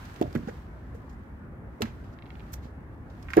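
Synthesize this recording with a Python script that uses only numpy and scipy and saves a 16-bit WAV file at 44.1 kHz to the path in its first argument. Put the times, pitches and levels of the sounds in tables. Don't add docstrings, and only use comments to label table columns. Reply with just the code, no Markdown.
import sys
import numpy as np
from scipy import signal
from scipy.fft import rfft, irfft, next_fast_len
from scipy.io import wavfile
from scipy.ndimage import uniform_filter1d

SR = 44100
rng = np.random.default_rng(int(sys.argv[2]) if len(sys.argv) > 2 else 0)


def transcribe(signal):
    frames = np.atleast_2d(signal).T
    limited = np.clip(frames, -1, 1)
    pcm = np.round(limited * 32767).astype(np.int16)
    wavfile.write(sys.argv[1], SR, pcm)


def volts(x):
    e = np.asarray(x, float) / 20
    return 10 ** e


N = 149940

# (f/Hz, correlation)
LIKENESS = [(30, .995), (70, 0.975), (180, 0.94), (550, 0.64), (1650, -0.096), (4970, -0.69), (15000, 0.29)]


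def evened(x):
    return x / np.sqrt(np.mean(x ** 2) + 1e-20)


def read(points, hz):
    f, value = np.transpose(points)
    return np.interp(np.log(hz + 1), np.log(f + 1), value)


def curve(points):
    return np.interp(np.arange(N) / SR, *np.transpose(points))


def add(mix, s, sound):
    part = mix[round(s * SR):][:len(sound)]
    part += sound[:len(part)]


def colour(x, db_of_hz, lag_s=0):
    n = x.shape[-1]
    size = next_fast_len(n + 2048)
    hz = np.fft.rfftfreq(size, 1 / SR)
    delay = np.exp(-2j * np.pi * hz * lag_s)
    return irfft(rfft(x, size) * volts(db_of_hz(hz)) * delay, size)[..., :n]


def wash(spectrum, patchy_db):
    frames = N // 256 + 5
    hz = np.fft.rfftfreq(2048, 1 / SR)
    a, b, c, d, patches = rng.standard_normal((frames, len(hz), 5)).T
    patches = uniform_filter1d(patches, size=12, axis=0)
    patches = evened(uniform_filter1d(patches, size=10, axis=1))
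    same = np.clip(read(LIKENESS, hz), -1, 1)[:, None]
    left = a + 1j * b
    right = same * left + np.sqrt(1 - same ** 2) * (c + 1j * d)
    z = np.array([left, right]) * volts(read(spectrum, hz)[:, None] + patchy_db * patches)
    return evened(signal.istft(z[..., ::2], nperseg=2048, noverlap=1536)[1][:, :N])


def background():
    # (f/Hz, level/dB per Hz)
    traffic_spectrum = [(12, -99), (26, -22.5), (51, 2.5), (214, -10.5), (245, -9.5), (408, -17.5),
                        (446, -20), (1800, -28), (4000, -60), (5200, -84), (8800, -120)]
    # (f/Hz, level/dB per Hz)
    hiss_spectrum = [(2500, -8.5), (3500, -29), (6500, -17), (9600, -12.5), (14000, -16), (16100, -15.5)]
    # (t/s, peak level/dB, f/Hz, swell/s)
    engine_throbs = [
        (0.251, -48, 76.6, 0.028),
        (0.558, -39, 60.2, 0.023),
        (2.519, -38, 65.7, 0.067),
    ]
    throbs = np.zeros(N)
    for row in engine_throbs:
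        add(throbs, *thump(*row))
    traffic = volts(-42.5) * wash(traffic_spectrum, 1.7)
    hiss = volts(-78.5) * wash(hiss_spectrum, 1.6)
    return traffic + hiss + throbs


def rustle():
    # (t/s, level/dB)
    movement = [(0, -58), (.34, -63.5), (.55, -64), (.7, -73.5), (1.1, -74), (1.6, -83), (1.95, -69.5),
                (2.2, -77.5), (2.3, -70.5), (2.55, -67), (2.72, -79), (3.05, -79), (3.15, -70.5),
                (3.27, -68), (3.4, -51.5)]
    # (f/Hz, level/dB per Hz)
    cloth_spectrum = [(410, -35), (700, 0), (1280, -3), (1680, -3.5), (2220, -9.5), (6480, -21),
                      (10200, -29), (13800, -24), (15800, -34)]
    grain_db, trim_db = 1.2, 8
    crackle = np.minimum(rng.exponential(1, N // 128 + 2), 5)
    grain = volts(grain_db * np.interp(np.arange(N) / 128, np.arange(len(crackle)), crackle))
    noise = evened(colour(grain * rng.standard_normal((2, N)), lambda hz: read(cloth_spectrum, hz)))
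    balance_db = np.array([[-1.2], [1.2]])
    return noise * volts(curve(movement) + trim_db + balance_db)


def scuff(s, db, rise, t60, bright_hz):
    # (f/Hz, level/dB per Hz)
    grit_spectrum = [(300, -21), (700, 8.5), (1600, -2.5), (3000, -10.5), (6000, -12.5), (10000, -21),
                     (13800, -12), (16000, -27)]
    bright_db, bright_octaves, skirt_db_per_octave = 1.5, 0.6, 6
    t = np.arange(SR // 3) / SR
    a, b = rng.standard_normal((2, len(t)))
    swell = np.sin(np.pi * t / (4 * rise)) ** 2
    fall = volts(-60 * (t - 2 * rise) / t60)
    shape = np.where(t < 2 * rise, swell, fall)

    def spectrum(hz):
        octaves = abs(np.log2((hz + 1) / bright_hz))
        bell = bright_db * np.exp(-(octaves / bright_octaves) ** 2)
        return read(grit_spectrum, hz) + bell - skirt_db_per_octave * octaves

    noise = colour(np.array([.5 * a + 1.29 * b, a]), spectrum)
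    return s - rise, (volts(db) * evened(noise) * shape).T


def tick(s, db, hz, t60):
    lead_s = 0.00035
    slip_turns, dulling_db = .15, 15
    return_s, return_db = .0037, -10
    t = np.arange(2600)[:, None] / SR
    spread = .6 * rng.random((4, 1)) + .4 * rng.random((4, 2)) - .5
    width = .2 * (.012 / t60) ** .5
    ring = 0
    for k, u in enumerate(spread):
        mode_hz = hz * (1 + width * (k + .5 * u))
        mode = np.sin(2 * np.pi * (mode_hz * (t + [lead_s, 0]) + slip_turns * u))
        ring = ring + (1, 1.0, 0.91, 0.6)[k] * mode * volts(-dulling_db * k * t / t60) / 2
    onset = np.sin(np.pi / 2 * np.minimum(t / (.04 * t60), 1)) ** 2
    knock = volts(db - 60 * t / t60) * ring * onset
    return s, knock + volts(return_db) * np.roll(knock, round(return_s * SR), axis=0)


def thump(s, db, hz, swell):
    t = np.arange(0, 10 * swell, 1 / SR)
    envelope = t / swell * np.exp(1 - t / swell)
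    return s, -volts(db) * np.sin(2 * np.pi * hz * t) * envelope


def yard(x):
    # (f/Hz, t60/s)
    yard_decay = [(100, .3), (400, .25), (1500, .11), (5000, .1), (12000, .08)]
    first = round(0.0063 * SR)
    taps = np.zeros((2, SR // 2))
    at = np.arange(first, SR // 2 - 20, 20)
    at = at + rng.integers(0, 20, (2, SR // 40))[:, :len(at)]
    signs = rng.choice([-1., 1.], (2, SR // 40))[:, :at.shape[1]]
    np.put_along_axis(taps, at, signs, 1)
    hz, t, z = signal.stft(taps, SR, nperseg=256)
    same = np.clip(read(LIKENESS, hz), 0, 1)[:, None]
    z = np.array([z[0], same * z[0] + np.sqrt(1 - same ** 2) * z[1]])
    decay = volts(-60 * t / read(yard_decay, hz)[:, None])
    tail = signal.istft(z * decay, SR, nperseg=256)[1]
    return signal.fftconvolve(x[None], tail / np.linalg.norm(tail[0]), axes=1)[:, :len(x)]


def scene():
    # (t/s, rms level/dB, rise/s, fall t60/s, brightest f/Hz)
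    scuffs = [(.052, -54, 0.0028, 0.035, 4200), (0.16, -50.5, 0.0021, 0.021, 3220),
              (0.2131, -47, 0.0011, 0.02, 6640), (.2135, -48, 0.00091, 0.019, 11500),
              (0.224, -42, 0.0017, 0.02, 3240), (0.3272, -52, 0.00058, 0.021, 5000),
              (.3275, -64, .0008, .02, 13500), (0.3505, -46, 0.0019, 0.048, 3100),
              (.359, -55, 0.0021, 0.023, 3660), (.351, -53, 0.0011, .025, 12000),
              (.3595, -58, 0.00045, .02, 13000), (.3745, -58, 0.00089, .02, 7500),
              (0.474, -52, 0.00091, 0.04, 2820), (.482, -59.5, 0.005, .06, 6140),
              (.493, -56, 0.0035, .04, 3150), (0.946, -68.5, 0.0021, 0.15, 8600),
              (1.094, -65, 0.0011, 0.11, 5730), (1.127, -73, 0.004, .08, 7000),
              (1.808, -56.5, 0.0015, 0.069, 9000), (1.8195, -27, 0.00083, 0.026, 3720),
              (1.82, -39, 0.00084, 0.015, 14500), (1.825, -39.5, 0.0015, 0.08, 2200),
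              (1.853, -50.5, 0.00087, 0.25, 2660), (2.038, -68.5, 0.0075, 0.55, 3170),
              (2.127, -69.5, 0.011, 0.066, 4600), (2.521, -60, 0.0038, 0.044, 12000),
              (2.531, -46.5, 0.0034, 0.06, 13300), (2.536, -45.5, 0.0036, 0.015, 6200),
              (2.539, -48, 0.0029, .011, 12100), (2.547, -67, 0.0022, 0.11, 7500),
              (2.552, -70, 0.0032, .08, 14500), (2.628, -64, .02, 0.21, 3900),
              (3.099, -65.5, 0.0019, 0.12, 3800), (3.226, -57, 0.0038, 0.022, 5300),
              (3.3034, -53.5, 0.00075, 0.053, 5460), (3.3085, -66, .0007, .03, 6450),
              (3.3338, -43.5, 0.00053, 0.048, 4260), (3.339, -60, 0.0011, .08, 7500),
              (3.3685, -39, .0008, 0.012, 11100), (3.368, -42, 0.0017, 0.13, 2760)]
    # (t/s, peak level/dB, f/Hz, t60/s)
    ticks = [(0.142, -53, 6500, 0.016), (.18, -70, 3850, 0.017), (0.352, -31, 1540, 0.024),
             (0.358, -27, 1500, 0.026), (0.481, -38, 1496, 0.053), (.492, -35, 1520, .03),
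             (0.214, -30, 1900, 0.0096), (1.854, -37, 1670, .03), (2.1882, -41, 2170, 0.01),
             (2.2231, -39, 2200, 0.011), (2.2578, -46, 2330, 0.01), (2.2645, -44.5, 2230, 0.0086),
             (2.277, -53, 2220, 0.0084), (2.3045, -36, 2230, 0.0095), (2.3542, -42, 2420, 0.011),
             (2.3963, -44, 2390, 0.0099), (2.404, -44, 2350, 0.015), (2.535, -42, 5200, 0.029),
             (2.5405, -39, 5550, .015), (3.2856, -34.5, 1550, 0.014), (3.2893, -36.5, 1540, 0.017),
             (3.297, -46, 1550, .012), (3.3031, -30, 1630, 0.02), (3.31, -46, 1550, 0.013),
             (3.3162, -36, 1550, 0.013), (3.3345, -18, 1590, 0.017), (3.3372, -28, 1520, 0.016),
             (3.372, -24.5, 1656, 0.034), (3.378, -24, 1740, 0.025), (3.388, -25, 1400, 0.022),
             (3.394, -26.5, 1350, .03)]
    # (t/s, peak level/dB, f/Hz, swell/s)
    thumps = [(0.2126, -15.5, 325, 0.0016), (.2185, -22, 670, 0.001), (0.2239, -29, 404, 0.0009),
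              (0.247, -31, 137, 0.0024), (.247, -45, 579, 0.0081), (0.277, -29.5, 90.5, 0.0016),
              (.349, -35, 250, 0.00062), (0.3525, -20, 298, 0.00093), (0.3556, -30, 198, 0.0016),
              (.361, -21.5, 179, 0.00124), (0.369, -25.5, 247, 0.0014), (0.3815, -29, 174, 0.00088),
              (0.396, -42, 257, 0.0053), (0.432, -34, 159, 0.0019), (0.473, -30.5, 206, 0.0029),
              (0.485, -33, 467, 0.0026), (0.947, -45, 456, 0.0041), (1.806, -29.5, 413, 0.0022),
              (1.8128, -28, 407, 0.0012), (1.8232, -30, 217, 0.0059), (1.822, -32.5, 108, 0.0052),
              (1.846, -34, 240, 0.0019), (2.655, -34, 201, 0.00057), (3.3665, -25, 300, 0.0017),
              (3.37, -11, 380, 0.0013), (3.3763, -9, 367, 0.003), (3.3859, -14.5, 350, 0.00091),
              (3.3926, -14.5, 325, 0.0036), (3.374, -22.5, 532, 0.0074), (3.382, -33, 1182, 0.0039),
              (3.37, -27.5, 725, 0.0061), (3.384, -29, 950, 0.0062), (.478, -43.5, 792, 0.0048)]
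    # (f/Hz, level/dB)
    shadow = [(100, -1.5), (350, -4.5), (700, -1), (1500, -4.5), (5000, -6), (9000, -4), (13000, -12)]
    steady = background() + rustle()
    near = np.zeros((N + SR, 2))
    blows = np.zeros(N + SR)
    for row in scuffs:
        add(near, *scuff(*row))
    for row in ticks:
        add(near, *tick(*row))
    for row in thumps:
        add(blows, *thump(*row))
    direct = near.T + blows
    left, right = direct + volts(-15) * yard(direct[1])
    left = colour(left, lambda hz: read(shadow, hz), lag_s=.00041)
    return np.array([left, right])[:, :N] * volts(6.5) + steady


def top_cut(x):
    return signal.sosfilt(signal.butter(12, 16150, fs=SR, output="sos"), x)


def record(dry):
    ceiling, low_cut_hz, edge_hz = 1.1, 40.4, 16080
    low_cut = signal.butter(3, low_cut_hz, "high", fs=SR, output="sos")
    sound = signal.sosfilt(low_cut, ceiling * np.tanh(dry / ceiling))
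    sound = np.pad(sound, ((0, 0), (0, 300)), "reflect")
    sound = signal.oaconvolve(sound, signal.firwin(301, edge_hz, fs=SR)[None], axes=1)
    sound = sound[:, 150:N + 150]
    fade = np.sin(np.pi / 2 * np.minimum(np.arange(N)[::-1] / 64, 1)) ** 2
    return top_cut(sound * fade)


dry = scene()
out = record(dry)
transcribe(out)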